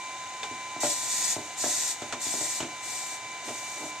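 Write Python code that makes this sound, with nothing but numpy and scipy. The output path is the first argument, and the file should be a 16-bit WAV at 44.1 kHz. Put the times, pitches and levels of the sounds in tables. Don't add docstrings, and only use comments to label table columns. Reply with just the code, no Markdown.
import sys
import numpy as np
from scipy import signal
from scipy.fft import rfft, irfft
from scipy.io import wavfile

SR = 44100
rng = np.random.default_rng(int(sys.argv[2]) if len(sys.argv) > 2 else 0)


def log_audio(samples):
    frames = np.atleast_2d(samples).T
    limited = np.clip(frames, -1, 1)
    pcm = np.round(limited * 32767).astype(np.int16)
    wavfile.write(sys.argv[1], SR, pcm)


N = 176400
T = np.arange(N) / SR

# frequency_hz, relative_db
AIR_SPECTRUM = [(25, -20), (85, -8.5), (125, -1.5), (175, -9.5), (320, -2), (480, -5.5), (760, 7.5),
                (1170, -6.5), (1520, 0), (1780, -2.5), (2080, 0), (2550, -3.5), (2950, -0.5), (3300, -7.5),
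                (3700, -0.5), (4500, -6), (5600, -5.5), (6600, 2), (8300, -8), (10000, -21.5), (14200, -32)]
# time_s, level_db
LOW_WHINE_LEVELS = [(0, -42), (0.8, -42), (1.5, -47), (2.1, -49), (2.8, -47), (4, -45)]
HIGH_WHINE_LEVELS = [(0.1, -45), (0.32, -53), (0.46, -44), (1.7, -52), (2.7, -46), (4, -45)]
# pitch_hz, level_db
FAINT_WHINES = [(2037, -54.5), (2910, -60.5), (3637, -55.5), (4028, -62.5)]
# start_s, force_db, bench_gain_db, low_cut_hz, rattle_s
STAND_KNOCKS = [(0.508, -52, 18, 80, 0.0136), (0.76, -27.5, -5, 200, 0.012),
                (0.8318, -10.5, -12.5, 173, 0.015), (1.361, -21, -5, 110, 0.028),
                (1.6372, -15, -6.5, 233, 0.021), (2.017, -26.5, -2.5, 80, 0.02),
                (2.13, -26, -3, 169, 0.0077), (2.262, -38, 5, 90, 0.02), (2.336, -22.5, -6, 150, .016),
                (2.408, -24.5, -5, 130, 0.017), (2.601, -23.5, -2.5, 110, 0.02),
                (2.625, -33.5, 6, 80.6, 0.019)]
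# peak_s, swell_and_fade_s, force_db
TIP_RUBS = [(3.494, 0.017, -62), (3.827, 0.036, -66)]
# pitch_hz, gain_db, t60_s
BENCH_MODES = [(102, -7, 0.061), (134.6, -2, 0.094), (247, 0, 0.074), (308, 2, 0.098), (392, -3.5, 0.082)]
STAND_MODES = [(584, -7, 0.19), (718, 1.5, 0.036), (873, -2, 0.047), (1390, 1.5, 0.0069)]
# start_s, level_db, ring_hz, ring_gain_db
IRON_CLICKS = [(0.4314, -32.5, 3600, 0.5), (0.4385, -50, 810, 14), (0.842, -30.5, 3630, -8),
               (1.640, -37, 1670, 1), (2.02, -36.5, 6600, -12), (2.1246, -29, 1370, -5),
               (2.604, -31, 2950, -4), (2.626, -37.5, 3640, -2), (3.483, -37.5, 1960, -8)]
# frequency_hz, relative_db
CLICK_SPECTRUM = [(170, -6), (800, 5), (2300, 1.5), (3300, 0.5), (5000, -4.5), (7500, 1), (10000, -24),
                  (14000, -33)]
SIZZLE_SPECTRUM = [(1400, -20), (1900, -8.5), (2300, -9), (2750, -12), (4300, -4.5), (5200, -5),
                   (6600, -0.5), (8300, -2), (10000, -13.5), (14200, -22.5)]
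# pitch_hz, relative_db
SIZZLE_MODES = [(4045, -21.5), (4560, -18.5), (6275, -14.5), (7420, -20), (7965, -20)]
# start_s, end_s, attack_s, start_gain_db, end_gain_db, spit_hz
SPONGE_STROKES = [(0.802, 0.91, 0.0018, -33.5, -31.5, 7800), (0.897, 1.117, 0.014, -34, -35.5, 7370),
                  (1.09, 1.328, 0.0093, -32.5, -30, 6860), (1.564, 1.913, 0.052, -28.5, -33.5, 7170),
                  (2.191, 2.589, 0.028, -32.5, -35.5, 7370), (2.813, 3.157, 0.07, -33.5, -43.5, 7600),
                  (3.436, 3.89, 0.008, -43.5, -46, 6460)]
# frequency_hz, correlation (-1 to 1)
ROOM_COHERENCE = [(30, 0.55), (130, 0.94), (1000, 0.9), (2900, 0.77), (6400, 0.32)]
SIZZLE_COHERENCE = [(2700, 1), (4400, 0.27), (7000, 0.69), (10000, 0.23)]
# frequency_hz, left_minus_right_db
MIC_BALANCE = [(60, -2.5), (1200, 0.5), (5200, -0.5), (6400, -5.5), (7300, 0.5), (8400, 13.5), (10000, 5),
               (14000, 15)]


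def from_db(db):
    return 10 ** (np.asarray(db) / 20)


def unit_rms(x):
    return x / np.sqrt(np.mean(x ** 2) + 1e-20)


def on_bins(table, size=N):
    hz, value = np.transpose(table)
    return np.interp(np.log(np.arange(size // 2 + 1) * SR / size + 1), np.log(hz), value)


def colour(x, spectrum):
    return unit_rms(irfft(rfft(x) * from_db(on_bins(spectrum)), N))


def spread(pair, coherence):
    size = pair.shape[1]
    alike = np.clip(on_bins(coherence, size), -1, 1)
    mid, side = rfft(pair)
    return irfft(np.sqrt(1 + alike) * mid + np.sqrt(1 - alike) * side * [[1], [-1]], size)


def noise(coherence=ROOM_COHERENCE):
    return spread(rng.standard_normal((2, N)), coherence)


def drift(rate_hz):
    hz = np.arange(N // 2 + 1) * SR / N
    return unit_rms(irfft(rfft(rng.standard_normal(N)) / (1 + (hz / rate_hz) ** 2), N))


def resonator(force, hz, t60_s):
    radius = np.exp(-np.log(1000) / (t60_s * SR))
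    angle = 2 * np.pi * hz / SR
    return signal.lfilter([.5, 0, -.5], [1, -2 * radius * np.cos(angle), radius ** 2], force + 1e-18)


def reverberate(x, t60_s, wet_db, delay_s, coherence=ROOM_COHERENCE):
    t = T[:SR // 2]
    decay = np.exp(-np.log(1000) * t / t60_s) * (t > delay_s)
    tail = spread(rng.standard_normal((2, len(t))) * decay, coherence)
    tail /= np.sqrt(np.sum(tail ** 2) / 2)
    return x + from_db(wet_db) * signal.fftconvolve(np.atleast_2d(x), tail, axes=1)[:, :N]


def whine(hz, level_db, settle_s=0.55, waver_hz=1.19, waver_db=1.26):
    pitch_hz = hz * (1 + 0.0046 * np.exp(-T / settle_s)) + waver_hz * drift(15.4)
    lag_s = np.array([[3e-5], [0]])
    phase = 2 * np.pi * (np.cumsum(pitch_hz) / SR - hz * lag_s)
    return np.sqrt(2) * from_db(level_db + waver_db * drift(17)) * np.sin(phase)


def equipment(air_db=-42):
    out = from_db(air_db) * colour(noise(), AIR_SPECTRUM)
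    for hz, levels in ((1018.8, LOW_WHINE_LEVELS), (2328.4, HIGH_WHINE_LEVELS)):
        out += whine(hz, np.interp(T, *np.transpose(levels)))
    return out + sum(whine(hz, db) for hz, db in FAINT_WHINES)


def cushion(force, low_cut_hz, high_cut_hz=1070):
    soft = signal.lfilter(*signal.butter(1, high_cut_hz, fs=SR), force + 1e-18)
    return signal.lfilter(*signal.butter(2, low_cut_hz, "high", fs=SR), soft)


def stand_and_bench(blow_gain_db=-10, rattles=4, rattle_db=-10.5, bench_delay_s=0.00465):
    on_stand, on_bench = np.zeros(N), np.zeros(N)
    for start_s, force_db, bench_db, low_cut_hz, rattle_s in STAND_KNOCKS:
        blow = np.zeros(N)
        blow[int(start_s * SR)] = 1
        after_s = rattle_s * (np.arange(rattles) + rng.uniform(0.548, 1.59, rattles)) / rattles
        blow[((start_s + after_s) * SR).astype(int)] += from_db(rattle_db) * rng.choice([-1, 1], rattles)
        blow = from_db(force_db + blow_gain_db) * cushion(blow, low_cut_hz)
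        on_stand += blow
        on_bench += from_db(bench_db) * np.roll(blow, int(bench_delay_s * SR))
    pressure = sum(from_db(db) * np.exp(-np.abs(T - peak_s) / fade_s) for peak_s, fade_s, db in TIP_RUBS)
    friction = pressure * cushion(rng.standard_normal(N), low_cut_hz=223)
    on_bench += friction
    on_stand += from_db(2) * friction
    wood = sum(from_db(db) * resonator(on_bench, hz, t60_s) for hz, db, t60_s in BENCH_MODES)
    metal = sum((-1) ** k * from_db(db) * resonator(on_stand, hz, t60_s)
                for k, (hz, db, t60_s) in enumerate(STAND_MODES))
    bass_cut = signal.butter(2, 75, "high", fs=SR, output="sos")
    return signal.sosfilt(bass_cut, wood + metal)


def iron_clicks(crack_t60_s=0.14, ring_t60_s=0.053):
    out, crack = 0, colour(noise(), CLICK_SPECTRUM)
    for start_s, level_db, ring_hz, ring_db in IRON_CLICKS:
        age_s = np.maximum(T - start_s, 0)
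        snap = crack * (T >= start_s) * np.exp(-np.log(1000) * age_s / crack_t60_s)
        ring = np.sin(2 * np.pi * ring_hz * age_s) * np.exp(-np.log(1000) * age_s / ring_t60_s)
        out += from_db(level_db) * (snap + from_db(ring_db) * np.sqrt(2) * ring)
    return out


def boiling(start_s, end_s, attack_s, start_db, end_db, release_s=0.025, simmer_db=-16, simmer_s=0.28):
    attack = 1 - np.exp(-np.maximum(T - start_s, 0) / attack_s)
    lifted_s = np.maximum(T - end_s, 0)
    simmer = from_db(simmer_db) * np.exp(-lifted_s / simmer_s)
    release = np.maximum(np.exp(-lifted_s / release_s), simmer)
    return attack * release * from_db(np.interp(T, [start_s, end_s], [start_db, end_db]))


def bubble_pops(pops_per_s=2500, spread_db=2.5):
    sizes = from_db(spread_db * np.minimum(rng.exponential(1, (2, N)), 5)) * rng.choice([-1, 1], (2, N))
    bursts = rng.random((2, N)) < pops_per_s / SR
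    return colour(spread(sizes * bursts, SIZZLE_COHERENCE), SIZZLE_SPECTRUM)


def sizzle(pops_db=-4.5, steam_db=-4, spit_db=-8, spit_width_hz=910, ring_width_hz=12, flutter_db=0.5):
    pops = from_db(pops_db) * bubble_pops()
    steam = from_db(steam_db) * colour(noise(SIZZLE_COHERENCE), SIZZLE_SPECTRUM)
    ring_t60_s = np.log(1000) / (np.pi * ring_width_hz)
    rings = sum(from_db(db) * unit_rms(resonator(noise(), hz, ring_t60_s)) for hz, db in SIZZLE_MODES)
    power, spit = 0, 0
    for *stroke, spit_hz in SPONGE_STROKES:
        vigour = boiling(*stroke)
        edges_hz = [spit_hz - spit_width_hz / 2, spit_hz + spit_width_hz / 2]
        band = signal.butter(2, edges_hz, "band", fs=SR, output="sos")
        spit += vigour * unit_rms(signal.sosfilt(band, noise(SIZZLE_COHERENCE)))
        power += vigour ** 2
    flutter = from_db(flutter_db * drift(20))
    return flutter * (np.sqrt(power) * (steam + pops + rings) + from_db(spit_db) * spit)


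def scene():
    wiping = reverberate(sizzle(), t60_s=0.088, wet_db=-1.5, delay_s=0, coherence=SIZZLE_COHERENCE)
    background = equipment()
    knocks = reverberate(stand_and_bench(), t60_s=0.25, wet_db=-4, delay_s=0.00872)
    return background + knocks + iron_clicks() + wiping


def record(dry, left_lag_s=2.1e-5, stopband_hz=14750):
    hz = np.arange(N // 2 + 1) * SR / N
    balance = from_db(on_bins(MIC_BALANCE) * [[.5], [-.5]])
    lag = np.exp(-2j * np.pi * hz * left_lag_s * [[1], [0]])
    low_pass = signal.cheby2(20, 70, stopband_hz, fs=SR, output="sos")
    return signal.sosfilt(low_pass, irfft(rfft(dry) * balance * lag, N))


dry = scene()
out = record(dry)
log_audio(out)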